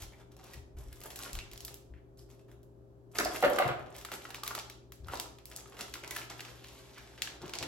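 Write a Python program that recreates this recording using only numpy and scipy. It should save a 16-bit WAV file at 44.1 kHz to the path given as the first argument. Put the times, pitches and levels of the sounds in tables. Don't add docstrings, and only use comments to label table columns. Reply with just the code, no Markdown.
import sys
import numpy as np
from scipy import signal
from scipy.fft import rfft, irfft, next_fast_len
from scipy.io import wavfile
from scipy.ndimage import uniform_filter1d

SR = 44100
rng = np.random.default_rng(int(sys.argv[2]) if len(sys.argv) > 2 else 0)


def wav_out(sig):
    wavfile.write(sys.argv[1], SR, np.round(np.clip(np.atleast_2d(sig).T, -1, 1) * 32767).astype(np.int16))


N = 338247
T = np.arange(N) / SR


def undb(db):
    return 10 ** (np.asarray(db) / 20)


def on_log(points, hz):
    f, value = np.transpose(points)
    return np.interp(np.log(np.maximum(hz, 1)), np.log(f), value)


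def bins(size):
    return np.arange(size // 2 + 1) * SR / size


def unit(x):
    return x / np.sqrt(np.mean(x ** 2))


def colour(x, spectrum):
    size = x.shape[-1]
    return unit(irfft(rfft(x) * undb(on_log(spectrum, bins(size))), size))


def fade(t, t60):
    return np.exp(-np.log(1000) * t / np.maximum(t60, 1e-4))


def add(track, s, sound):
    i = max(int(s * SR), 0)
    track[i:i + len(sound)] += sound[:max(N - i, 0)]


def walk(rate, size=N):
    k = int(SR / rate)
    steps = np.repeat(rng.standard_normal(size // k + 1), k)
    return unit(uniform_filter1d(uniform_filter1d(steps, k), k)[:size])


def causal(db):
    cepstrum = irfft(np.log(undb(db)))
    half = len(cepstrum) // 2
    cepstrum[1:half] *= 2
    cepstrum[half + 1:] = 0
    return irfft(np.exp(rfft(cepstrum)))


def no_bass(x, hz):
    return signal.sosfilt(signal.butter(4, hz, "highpass", fs=SR, output="sos"), x)


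FACET_RISE_DB, FACET_FALL_DB, FACET_ROUND_DB = 7, 7, 6.5
FACET_MID_HZ, FACET_SOFTNESS = 2780, 0.097
FACET_CUT_OCTAVES, FACET_CUT_DB = 1.37, 16.5
SHIVER_CYCLES = 40
# (time [s], relative level [dB], pitch of the facet [Hz],
# size of the crumple that follows [1], focus [1]: 1 = broad click, 3 = narrow pitched tick)
CREASES = [(0.0211, -43, 5500, 1, 0.91), (.034, -45, 5500, 0.67, 1.7), (.319, -56, 5000, 0.44, 1.2),
           (.367, -53.5, 4500, 0.63, 0.94), (.441, -50.5, 7000, .8, 1), (0.535, -47, 4520, 1.7, 0.92),
           (0.7873, -48.5, 5970, 0.45, 3.1), (0.9285, -51, 3480, 0.85, 0.84), (1.005, -53, 5000, 0.47, 1),
           (1.0152, -41, 2560, 0.3, 1.5), (1.0366, -44.5, 1990, 0.56, 0.69),
           (1.1039, -38.5, 2220, 1.15, 1.24), (1.1595, -38.5, 4520, 0.54, 1.1), (1.19, -42.5, 4460, 1.3, 1),
           (1.226, -48, 6160, 0.28, 1.9), (1.2354, -42, 7500, .2, 1.8), (1.295, -40, 2400, 0.5, 1.5),
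           (1.3313, -34, 5400, 0.22, 1.4), (1.3526, -36.5, 2440, .3, 0.57), (1.389, -29, 2830, 0.23, 1.56),
           (1.5144, -41.5, 3700, 0.6, 1.5), (1.5338, -42, 2640, 0.2, 0.46), (1.559, -45, 4670, .2, 3),
           (1.577, -38.5, 4800, 0.12, 1.6), (1.6058, -37.5, 5060, 0.21, 1.3),
           (1.6496, -35.5, 7900, 0.75, 0.95), (1.681, -37.5, 3080, 0.81, 1.3),
           (1.7427, -43, 6960, 0.17, 0.41), (1.938, -45.5, 1600, 0.28, 2.45), (2.3021, -55, 3460, 1.1, 1.7),
           (2.314, -55, 4820, 0.71, 3.3), (2.394, -57, 2780, .9, 2.2), (2.486, -60, 1800, 0.62, 1.6),
           (2.5154, -54, 1600, 1.2, 1.1), (2.6312, -65.5, 3000, 0.8, 0.56), (3.1552, -31, 1880, 0.49, 1.9),
           (3.1857, -20.5, 4960, 0.73, 2.5), (3.2005, -35.5, 5500, 0.41, 0.78),
           (3.2495, -27, 4950, 0.47, 2.1), (3.337, -44, 8000, 0.7, 1.8), (3.3603, -28, 1933, 1.54, 1.97),
           (3.406, -42, 7000, 0.26, 2), (3.4253, -27.5, 1300, 0.61, 0.82), (3.4486, -29, 2190, 0.17, 1.1),
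           (3.5005, -39, 11000, 0.48, 2.6), (3.5335, -35, 5500, 0.69, 3), (3.5866, -31.5, 1850, 1.25, 0.67),
           (3.6784, -32.5, 1670, 0.5, 0.84), (3.862, -46, 2180, 0.54, 1.8), (3.954, -44, 2500, 0.69, 1.4),
           (3.9648, -44.5, 5640, .2, 0.7), (3.9843, -43, 5030, 0.21, 1.3), (4.013, -43.5, 3000, 0.44, 0.99),
           (4.0497, -29, 1620, 0.28, 0.9), (4.1175, -27, 1200, 0.21, 0.92),
           (4.1332, -35.5, 2970, 0.45, 1.8), (4.139, -37, 4570, 0.44, 2.3), (4.151, -45, 5030, .5, 2.7),
           (4.2525, -36, 1600, 0.53, 1.15), (4.3048, -31.5, 1444, 0.3, 0.93),
           (4.3455, -30.5, 1985, 0.5, 0.96), (4.359, -36, 4670, 0.41, 2.2), (4.393, -48, 3200, .5, 1.8),
           (4.4355, -30, 4050, 0.18, 0.75), (4.465, -35, 2200, 1.1, 0.8), (4.4776, -27.5, 3740, 0.25, 0.46),
           (4.509, -37, 1310, 0.67, 1.7), (4.5508, -28, 2600, 0.38, 0.57), (4.578, -31, 1500, 0.93, 1.03),
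           (4.589, -30.5, 4470, 0.35, 1.7), (4.597, -31.5, 4270, 0.17, 2.4),
           (4.6989, -36.5, 3600, 0.64, 1.3), (4.705, -48.5, 3370, 0.35, 2.3),
           (4.9212, -42, 2840, 0.2, 0.37), (5.0843, -43, 2180, 0.3, 0.63), (5.1374, -38, 1477, 1.7, 0.75),
           (5.156, -33.5, 4620, 0.18, 2.6), (5.173, -36, 4400, 0.18, 1.7), (5.199, -26.5, 4500, 0.11, 1.04),
           (5.386, -43.5, 2570, 0.2, 1.4), (5.4556, -41.5, 7000, 0.42, 0.51),
           (5.515, -40, 1990, 0.37, 0.95), (5.5628, -31.5, 6600, 0.53, 2.1), (5.658, -46.5, 2580, .3, 2.5),
           (5.723, -46.5, 2720, 1.2, 2), (5.7686, -41, 2000, .8, 1.2), (5.7917, -37.5, 4520, 0.25, 2),
           (5.8096, -28, 3220, 0.32, 1.28), (5.882, -44, 2000, .5, 1.3), (5.9396, -28, 2970, 0.23, 1.15),
           (5.9544, -35, 1810, 0.52, 1.7), (6.0369, -37, 1890, 1.7, 1.2), (6.048, -45, 1815, 0.62, 1.7),
           (6.0773, -37, 5000, .4, 1.5), (6.109, -31, 2600, 0.51, 0.48), (6.1505, -36, 1900, 0.57, 0.63),
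           (6.1636, -30.5, 1760, 1, 0.48), (6.216, -35, 2176, .4, 3.8), (6.3948, -31, 2110, 0.28, 1.7),
           (6.406, -33, 2970, 0.36, 1.05), (6.4504, -40, 1730, 1.5, 0.96), (6.459, -45, 1700, 0.54, 1.1),
           (6.483, -39, 1480, .5, 1.1), (6.6425, -41, 2520, 1.3, 1.2), (6.685, -43.5, 4200, .7, 1.4),
           (6.98, -42, 1900, 1.27, 0.84), (7.077, -44, 2100, .3, 2.3), (7.1781, -40, 2600, 1.2, 1.8),
           (7.2202, -19, 3770, 0.06, 1.14), (7.2742, -29, 1550, 0.12, 1.1), (7.4179, -41, 3600, 0.6, 1.1),
           (7.4571, -39, 2485, 0.28, 1.5), (7.480, -38, 4500, .2, 1.7), (7.4946, -35, 1740, 0.1, 0.54),
           (7.5366, -24.5, 3170, 0.18, 1.1), (7.5537, -30.5, 5160, 0.13, 1.2),
           (7.5869, -23, 4830, 0.1, 2.1), (7.6088, -39, 3480, 0.61, 1.3), (7.6273, -25.5, 2950, 0.53, 0.79),
           (7.633, -37, 2400, 0.55, 0.86)]


def snaps(creases, gain_db=26.5, top_db=3.0, crumple_t60=0.044, shiver_share=0.73, ripple_db=1.26, size=2048):
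    out, hz, t = np.zeros(N), bins(size), T[:size]
    sheen_db = on_log([(6000, 0.014), (12000, top_db)], hz)
    for s, level, pitch, crumple, focus in creases:
        octave = np.log2(np.clip(hz, 400, 16000) / pitch)
        soft = (FACET_MID_HZ / pitch) ** FACET_SOFTNESS
        skirts = focus * np.minimum(FACET_RISE_DB * octave, -FACET_FALL_DB * soft * octave)
        cut = FACET_CUT_DB * np.maximum(-octave - FACET_CUT_OCTAVES, 0)
        outline = level - np.minimum(np.hypot(skirts, FACET_ROUND_DB) + cut, 60) + sheen_db
        facet_db = ripple_db * unit(uniform_filter1d(rng.standard_normal(len(hz)), size=60))
        shiver = rng.standard_normal(size) * fade(t, SHIVER_CYCLES / pitch) * (1 - fade(t, .002))
        followers = rng.standard_normal(size) ** 3 * (rng.random(size) < .04) * fade(t, crumple_t60)
        share = np.clip(shiver_share * soft, 0, .95)
        push = share * shiver / np.linalg.norm(shiver)
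        push += crumple * followers / np.linalg.norm(followers)
        push[0] = np.sqrt(1 - share ** 2)
        add(out, s, signal.fftconvolve(causal(outline + facet_db), push))
    return out * undb(gain_db)


SMALL_SNAP_DB, SMALL_SPREAD_DB, SMALL_SNAP_HZ = 14.5, 8, 3400
SMALL_FLOOR_DB = -70


def small_snaps(effort, octaves=1.26, crumple=0.28, focus=2.9, count=380):
    moment, strength, facet = rng.uniform(-0.91, 1, (count, 3)).T
    at = ((moment + 1) / 2 * (N - 1)).astype(int)
    level = 20 * np.log10(effort[at] + 1e-12) + SMALL_SNAP_DB + SMALL_SPREAD_DB * strength
    pitch = SMALL_SNAP_HZ * 2 ** (octaves * facet)
    return [(i / SR, db, hz, crumple, focus) for i, db, hz in zip(at, level, pitch) if db > SMALL_FLOOR_DB]


GRIP_S, RELEASE_T60_S = 0.0021, 0.064
# (start [s], length [s], relative hiss level [dB],
# relative level of the sheet's body [dB], share that crumples rather than glides [0-1])
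HANDLING_SPELLS = [(0, 0.04, -52, -61, 0.03), (0.119, 0.11, -71, -65, 0.74), (0.312, 0.028, -70, -66, 0.7),
                   (0.363, 0.039, -67.5, -60.5, 0.75), (0.43, 0.15, -61, -62, 0.3),
                   (0.766, 0.35, -71, -66, 0.68), (1.012, 0.06, -65, -57.5, 0.74),
                   (1.102, 0.035, -60, -61, 0.67), (1.154, 0.11, -52, -59.5, 0.55),
                   (1.252, 0.06, -57, -56, .5), (1.341, 0.059, -54, -58, 0.53),
                   (1.428, 0.068, -76, -67, .6), (1.519, 0.052, -64, -59.5, 0.86),
                   (1.6, 0.074, -74, -61, .8), (1.674, 0.04, -64, -54, 0.8),
                   (2.173, 0.047, -64.5, -78, 0.52), (2.288, .06, -76, -69, 0.2),
                   (2.39, 0.024, -78, -74, 0.37), (2.48, 0.068, -79.5, -68, 0.46),
                   (3.113, 0.021, -68, -72, 0.8), (3.135, 0.016, -66, -51, 0.9),
                   (3.149, 0.029, -49.5, -46, 0.5), (3.199, 0.093, -59, -64, 0.2),
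                   (3.277, .2, -54, -50, 0.68), (3.344, 0.015, -45, -52, 0.74),
                   (3.469, 0.197, -56, -41.5, 0.78), (3.792, 0.2, -74.5, -57.5, 0.92),
                   (3.942, 0.082, -56.5, -57, 0.6), (4.067, 0.31, -65.5, -73, 0.91),
                   (4.119, 0.031, -50.5, -51.5, 0.6), (4.287, 0.109, -62.5, -55.5, 1),
                   (4.433, 0.082, -56, -54, 0.88), (4.546, 0.054, -64, -52.5, 0.7),
                   (5.034, 0.13, -61, -61, 0.99), (5.086, 0.16, -64, -55, 0.65),
                   (5.477, 0.32, -66, -60.5, 0.94), (5.782, 0.21, -59, -62, 0.6),
                   (6.03, 0.067, -56, -52, 0.87), (6.103, 0.029, -50.5, -52, 0.77),
                   (6.142, 0.093, -49.5, -56.5, 0.66), (6.297, 0.02, -53, -51.5, 0.7),
                   (6.324, 0.18, -59, -60, 0.4), (6.484, 0.43, -60, -66, 0.27),
                   (6.92, 0.24, -61, -66.5, 0.26), (7.173, 0.19, -61, -59.5, 0.1),
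                   (7.404, 0.32, -62, -54.5, 0.97)]


def handling(size=32768):
    hiss, sheet, crumpling = np.full((3, N), 1e-14)
    t = T[:size]
    for s, length, hiss_db, sheet_db, share in HANDLING_SPELLS:
        power = (np.minimum(t / GRIP_S, 1) * fade(np.maximum(t - length, 0), RELEASE_T60_S)) ** 2
        add(hiss, s, power * undb(hiss_db) ** 2)
        add(sheet, s, power * undb(sheet_db) ** 2)
        add(crumpling, s, power * undb(hiss_db) ** 2 * share)
    return np.sqrt(hiss), np.sqrt(sheet), np.clip(crumpling / hiss, 0, 1)


def crackle(rate, spread_db):
    chance, strength = rng.random(N), np.minimum(rng.exponential(size=N), 4)
    return unit((chance < rate / SR) * undb(spread_db * strength) * rng.choice([-1, 1], N))


def facets(rate=160, spread_db=5):
    octave = np.log2(np.clip(bins(N), 750, 12000) / 750)
    shares = [np.sqrt(np.maximum(1 - abs(octave - k), 0)) for k in range(5)]
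    return unit(irfft(sum(share * rfft(crackle(rate, spread_db)) for share in shares), N))


# (frequency [Hz], relative density [dB])
HISS_SPECTRUM = [(1200, -2), (2500, 1.5), (4800, 3), (7000, 1), (9500, 0.5), (12800, -2), (14500, -3),
                 (16000, -28)]
# (frequency [Hz], relative density [dB])
SHEET_SPECTRUM = [(150, -3.5), (350, 8.5), (800, 7.5), (1300, 3.5), (2200, -5.5), (3500, -7.5), (7000, -63)]


def rustle(hiss, sheet, share, sheet_db=-1.5, slip_db=5.0):
    grains = unit(facets() + crackle(rate=650, spread_db=4) / 2)
    friction = rng.standard_normal(N)
    jerks = undb(slip_db * share * walk(45))
    crisp = (np.sqrt(share) * grains + np.sqrt(1 - share) * friction) * jerks
    soft = (share * grains + np.sqrt(2 - share ** 2) * friction) * jerks
    return colour(crisp, HISS_SPECTRUM) * hiss + colour(soft, SHEET_SPECTRUM) * sheet * undb(sheet_db)


POP_T60_S, POP_SAG = .021, 0.025
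# (time [s], relative level [dB], pitch [Hz])
PANEL_POPS = [(1.261, -40.5, 1410), (4.0869, -42, 1360), (4.136, -37.5, 1370), (4.252, -38, 1310),
              (4.3826, -44.5, 890), (4.4336, -33, 1206), (4.508, -32.5, 1420), (4.512, -34.5, 1150),
              (4.55, -34, 1300), (4.579, -37.5, 870), (5.085, -35, 1295), (5.0971, -40, 1354),
              (5.136, -33.5, 970), (5.157, -49, 1060), (5.258, -44.5, 1270), (5.658, -49, 1240),
              (5.722, -47, 1093), (5.842, -47, 1330), (5.955, -41, 1364), (6.0375, -42, 2030),
              (6.111, -39, 2015), (6.163, -35, 1750), (6.164, -38, 1260), (6.215, -42, 2300),
              (6.976, -45, 1470)]


def pops(gain_db=3.0, rise_s=0.0022, other_modes_db=-8, size=8192):
    out, t = np.zeros(N), T[:size]
    for s, level, hz in PANEL_POPS:
        pitch = hz * (1 + POP_SAG * (fade(t, 2 * POP_T60_S) - .5))
        phase = 2 * np.pi * np.cumsum(pitch) / SR
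        ratios = rng.uniform([.65, 1.2, 1.6], [.85, 1.55, 2.4])
        lesser = sum(np.sin(r * phase) / max(r, 1) for r in ratios)
        ring = np.sin(phase) + undb(other_modes_db) * lesser
        add(out, s, undb(level + gain_db) * ring * fade(t, POP_T60_S) * (1 - fade(t, rise_s)))
    return out


# (time [s], length [s], relative level [dB], pitch [Hz], half width [octaves])
DRY_RUBS = [(0.019, 0.018, -59, 2580, 0.93), (.128, 0.019, -62.5, 2060, 0.23),
            (0.53, 0.014, -55.5, 2120, 0.29), (0.562, 0.018, -71, 2000, 0.65),
            (0.922, 0.0086, -56.5, 2010, 0.67), (1.192, .012, -53.5, 1113, .4),
            (1.391, 0.028, -54, 2640, .17), (1.938, 0.053, -73, 1900, 0.62),
            (2.185, 0.0097, -63, 5120, 0.12), (3.241, 0.013, -41, 4860, 0.2), (6.298, .028, -54, 1600, 1),
            (6.587, 0.11, -67, 3200, 0.26), (6.957, 0.037, -57, 1930, 0.94), (7.417, 0.045, -50, 325, 0.19),
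            (7.418, .024, -59, 760, 0.34), (7.456, 0.011, -60, 714, 0.34), (7.615, .06, -50, 297, 0.86)]


def rubs(rise_s=0.0052, release_t60=0.032, size=8192):
    out, t = np.zeros(N), T[:size]
    for s, length, level, pitch, width in DRY_RUBS:
        octave = np.log2(np.maximum(bins(size), 1) / pitch)
        band = unit(irfft(rfft(rng.standard_normal(size)) / (1 + np.abs(octave / width) ** 3)))
        stroke = np.minimum(t / rise_s, 1) * fade(np.maximum(t - length, 0), release_t60)
        add(out, s, band * stroke * undb(level))
    return out


TREBLE_HZ = 7300
# (time [s], gain [dB])
TREBLE_GAIN = [(0, 0.5), (.5, -3), (1, 9), (1.4, -3), (2.2, 7.5), (3.25, 5), (3.6, 2.5), (4.1, 1.5),
               (4.5, -3), (5.6, 0.5), (6.2, -2.5), (6.8, -4), (7.25, -6.5), (7.6, -12)]


def brighten(x):
    treble = signal.sosfiltfilt(signal.butter(2, TREBLE_HZ, "highpass", fs=SR, output="sos"), x)
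    return x + treble * (undb(np.interp(T, *np.transpose(TREBLE_GAIN))) - 1)


THUD_T60_S, THUD_WOBBLE = .055, .13
CLATTER_RATE = 1400
# (time [s], relative ring level [dB], relative clatter level [dB],
# ring t60 [s], relative thud level of the spot that is hit [dB], pitch of the spot [Hz])
TABLE_KNOCKS = [(3.186, -38, -31, 0.084, -23.5, 606), (3.197, -30, -29, 0.12, -27.5, 328),
                (3.256, -34, -38, 0.074, -23, 630), (3.426, -20, -30.5, 0.038, -16.5, 694),
                (3.4354, -21, -25, 0.083, -12, 546), (3.446, -18.5, -27, 0.078, -20.5, 562),
                (3.478, -33.5, -38, 0.089, -29, 1230), (3.503, -33, -50, 0.092, -24.5, 583),
                (3.585, -27, -28.5, 0.059, -28, 555), (3.598, -25, -30.5, 0.17, -19.5, 680),
                (3.622, -38, -32, 0.068, -30, 584), (3.66, -27.5, -44, 0.13, -24.5, 694),
                (3.688, -35, -32, 0.12, -33.5, 546), (3.718, -38, -39, 0.092, -33, 692)]
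# (frequency [Hz], relative level [dB], share of the ring time [1])
TOP_MODES = [(173, -11, 1), (289, -16, 1.7), (355.4, -9, 4.2), (410, -29, 0.33), (555, 6.5, 0.23),
             (541, 5.5, 0.65), (588, -22, .9), (606, 3.5, 1.14), (693, 4, 1.26), (753, -6, 1.33),
             (958, -7.5, 1.9), (1142, 2.5, 0.75)]
# (frequency [Hz], relative density [dB])
CLATTER_SPECTRUM = [(120, -44), (300, -30), (800, -9.5), (1300, 0), (2100, -4), (3000, -12.5), (4500, -20),
                    (9000, -67)]


def knocks(thud_db=-.5, clatter_t60=0.1, contact_s=0.0084, clump_db=3, size=16384):
    out, t = np.zeros(N), T[:size]
    hz, db, share = np.transpose(TOP_MODES)[:, :, None]
    weight = undb(db) / np.linalg.norm(undb(db))
    for s, level, clatter, t60, thud, pitch in TABLE_KNOCKS:
        phase = 2 * np.pi * rng.random(hz.shape)
        loaded_hz = hz * (1 + .035 * rng.standard_normal(hz.shape))
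        modes = weight * np.sin(2 * np.pi * loaded_hz * t + phase) * fade(t, t60 * share)
        ring = np.sum(modes, axis=0)
        contacts = rng.standard_normal(size) * (rng.random(size) < CLATTER_RATE / SR)
        clumped = contacts * undb(clump_db * walk(110, size=size))
        rattle = colour(clumped, CLATTER_SPECTRUM) * fade(t, clatter_t60)
        rocking = pitch * (1 + THUD_WOBBLE * walk(300, size=size))
        spot = np.sin(2 * np.pi * np.cumsum(rocking) / SR) * fade(t, THUD_T60_S)
        blow = ring * undb(level) + rattle * undb(clatter) + spot * undb(thud + thud_db)
        add(out, s, blow * (1 - fade(t, contact_s)))
    return out


# (time [s], relative level [dB], pitch [Hz])
SOFT_BUMPS = [(0.005, -39, 53.7), (0.546, -38, 68.6), (0.739, -31.5, 47.5), (0.857, -39, 52),
              (1.327, -30.5, 46.3), (1.451, -48, 44), (1.887, -38, 56.5), (3.19, -33.5, 282),
              (3.215, -41, 56), (3.43, -29.5, 290), (3.452, -40.5, 57.4), (3.65, -28.5, 129),
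              (5.001, -40, 61), (5.056, -39.5, 81), (7.41, -43.5, 150), (7.598, -38.5, 104)]


def bumps(gain_db=2, rise_s=0.21, decay_t60=0.25, size=32768):
    out, t = np.zeros(N), T[:size]
    envelope = fade(t, decay_t60) * (1 - fade(t, rise_s))
    for s, level, hz in SOFT_BUMPS:
        hump = [(hz / 4, -30), (hz / 1.6, -7), (hz, 0), (hz * 1.4, -9),
                (hz * 3, -27), (hz * 12, -65), (hz * 20, -90)]
        add(out, s, colour(rng.standard_normal(size), hump) * undb(level + gain_db) * envelope)
    return out


def from_right(x, lag_s=0.00015, shadow_db=-1.0):
    return np.array([np.interp(T - lag_s, T, x) * undb(shadow_db), x])


# (frequency [Hz], correlation [0-1])
SIDE_LIKENESS = [(50, 0.86), (250, 0.72), (600, 0.06), (2000, 0.018), (5000, 0.03), (7500, 0.044),
                 (9000, 0.97), (16000, 1)]


def diffuse(size):
    like = np.clip(on_log(SIDE_LIKENESS, bins(size)), 0, .995)
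    mid, side = rfft(rng.standard_normal((2, size))) * np.sqrt([1 + like, 1 - like])
    return unit(irfft([mid + side, mid - side], size))


# (frequency [Hz], t60 [s])
ROOM_DECAY = [(100, 1), (500, 0.69), (2000, 0.46), (6000, 0.42), (15000, 0.23)]


def room(x, build_s=0.0016, size=32768):
    t, hz, noise = T[:size], bins(size), rfft(diffuse(size))
    centres, t60s = np.transpose(ROOM_DECAY)
    bands = [on_log(np.column_stack([centres, one]), hz) for one in np.eye(len(centres))]
    tail = sum(irfft(noise * band) * fade(t, t60) for band, t60 in zip(bands, t60s))
    tail = tail * (1 - fade(t, build_s))
    return signal.fftconvolve(x[None], tail / np.linalg.norm(tail[0]), axes=1)[:, :N]


# (frequency [Hz], relative density [dB])
AIR_SPECTRUM = [(15, -48), (25, -42), (45, -2), (70, 3), (87, -16), (123, -4), (206, -9), (394, -3.5),
                (476, -15.5), (531, -15), (641, -10.5), (714, -17), (1650, -33), (2000, -40),
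                (16000, -48.5)]
# (frequency [Hz], level before the waver [dB rms])
HUM_PARTIALS = [(59.3, -66), (119.8, -63), (186, -84.5), (299, -75.5), (357, -71), (399, -66.5), (532, -75)]


def background(air_db=-59.5, waver_db=1.54):
    hum = np.zeros(N)
    for hz, db in HUM_PARTIALS:
        level = np.sqrt(2) * undb(db + waver_db * walk(3.23))
        hum += level * np.sin(2 * np.pi * hz * T + 0.5 * walk(7.9))
    return hum + colour(diffuse(N), AIR_SPECTRUM) * undb(air_db)


SWAY_HZ = 1.3


def scene(film_room_db=-2, table_room_db=-3.0, bump_room_db=-10):
    hiss, sheet, share = handling()
    crinkle = snaps(small_snaps(hiss * share)) + pops() + rubs() + rustle(hiss, sheet, share)
    film = no_bass(brighten(crinkle + snaps(CREASES)), 150)
    all_round = no_bass(brighten(crinkle + snaps(CREASES, shiver_share=.1, ripple_db=0)), 150)
    table = no_bass(knocks(), 170)
    soft = bumps()
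    sent = all_round * undb(film_room_db) + table * undb(table_room_db) + soft * undb(bump_room_db)
    sway = 2 * np.pi * SWAY_HZ * T
    reflections = room(sent * np.cos(sway)) + room(sent * np.sin(sway))
    return film + from_right(table) + soft + reflections + background()


TOP_HZ = 16200
# (frequency [Hz], left minus right [dB])
PORT_TILT = [(60, 1), (110, 7.5), (200, 0.5), (380, 0), (700, 0.1), (1300, -0.5), (2400, 1), (7000, -1.4),
             (10000, 0)]
# (frequency [Hz], lead of the left [rad])
PORT_LEAD = [(20, 0), (2000, .2), (5000, 1.4), (8000, 1.6), (9300, 3.14), (11900, 6.28), (14500, 9.42),
             (16000, 11)]


def record(dry):
    size = next_fast_len(N + SR)
    hz, sides = bins(size), np.array([[.5], [-.5]])
    response = undb(sides * on_log(PORT_TILT, hz)) * np.exp(1j * sides * on_log(PORT_LEAD, hz))
    ports = irfft(rfft(dry, size) * response, size)[:, :N]
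    return signal.sosfilt(signal.ellip(8, .2, 70, TOP_HZ, fs=SR, output="sos"), ports)


dry = scene()
out = record(dry)
wav_out(out)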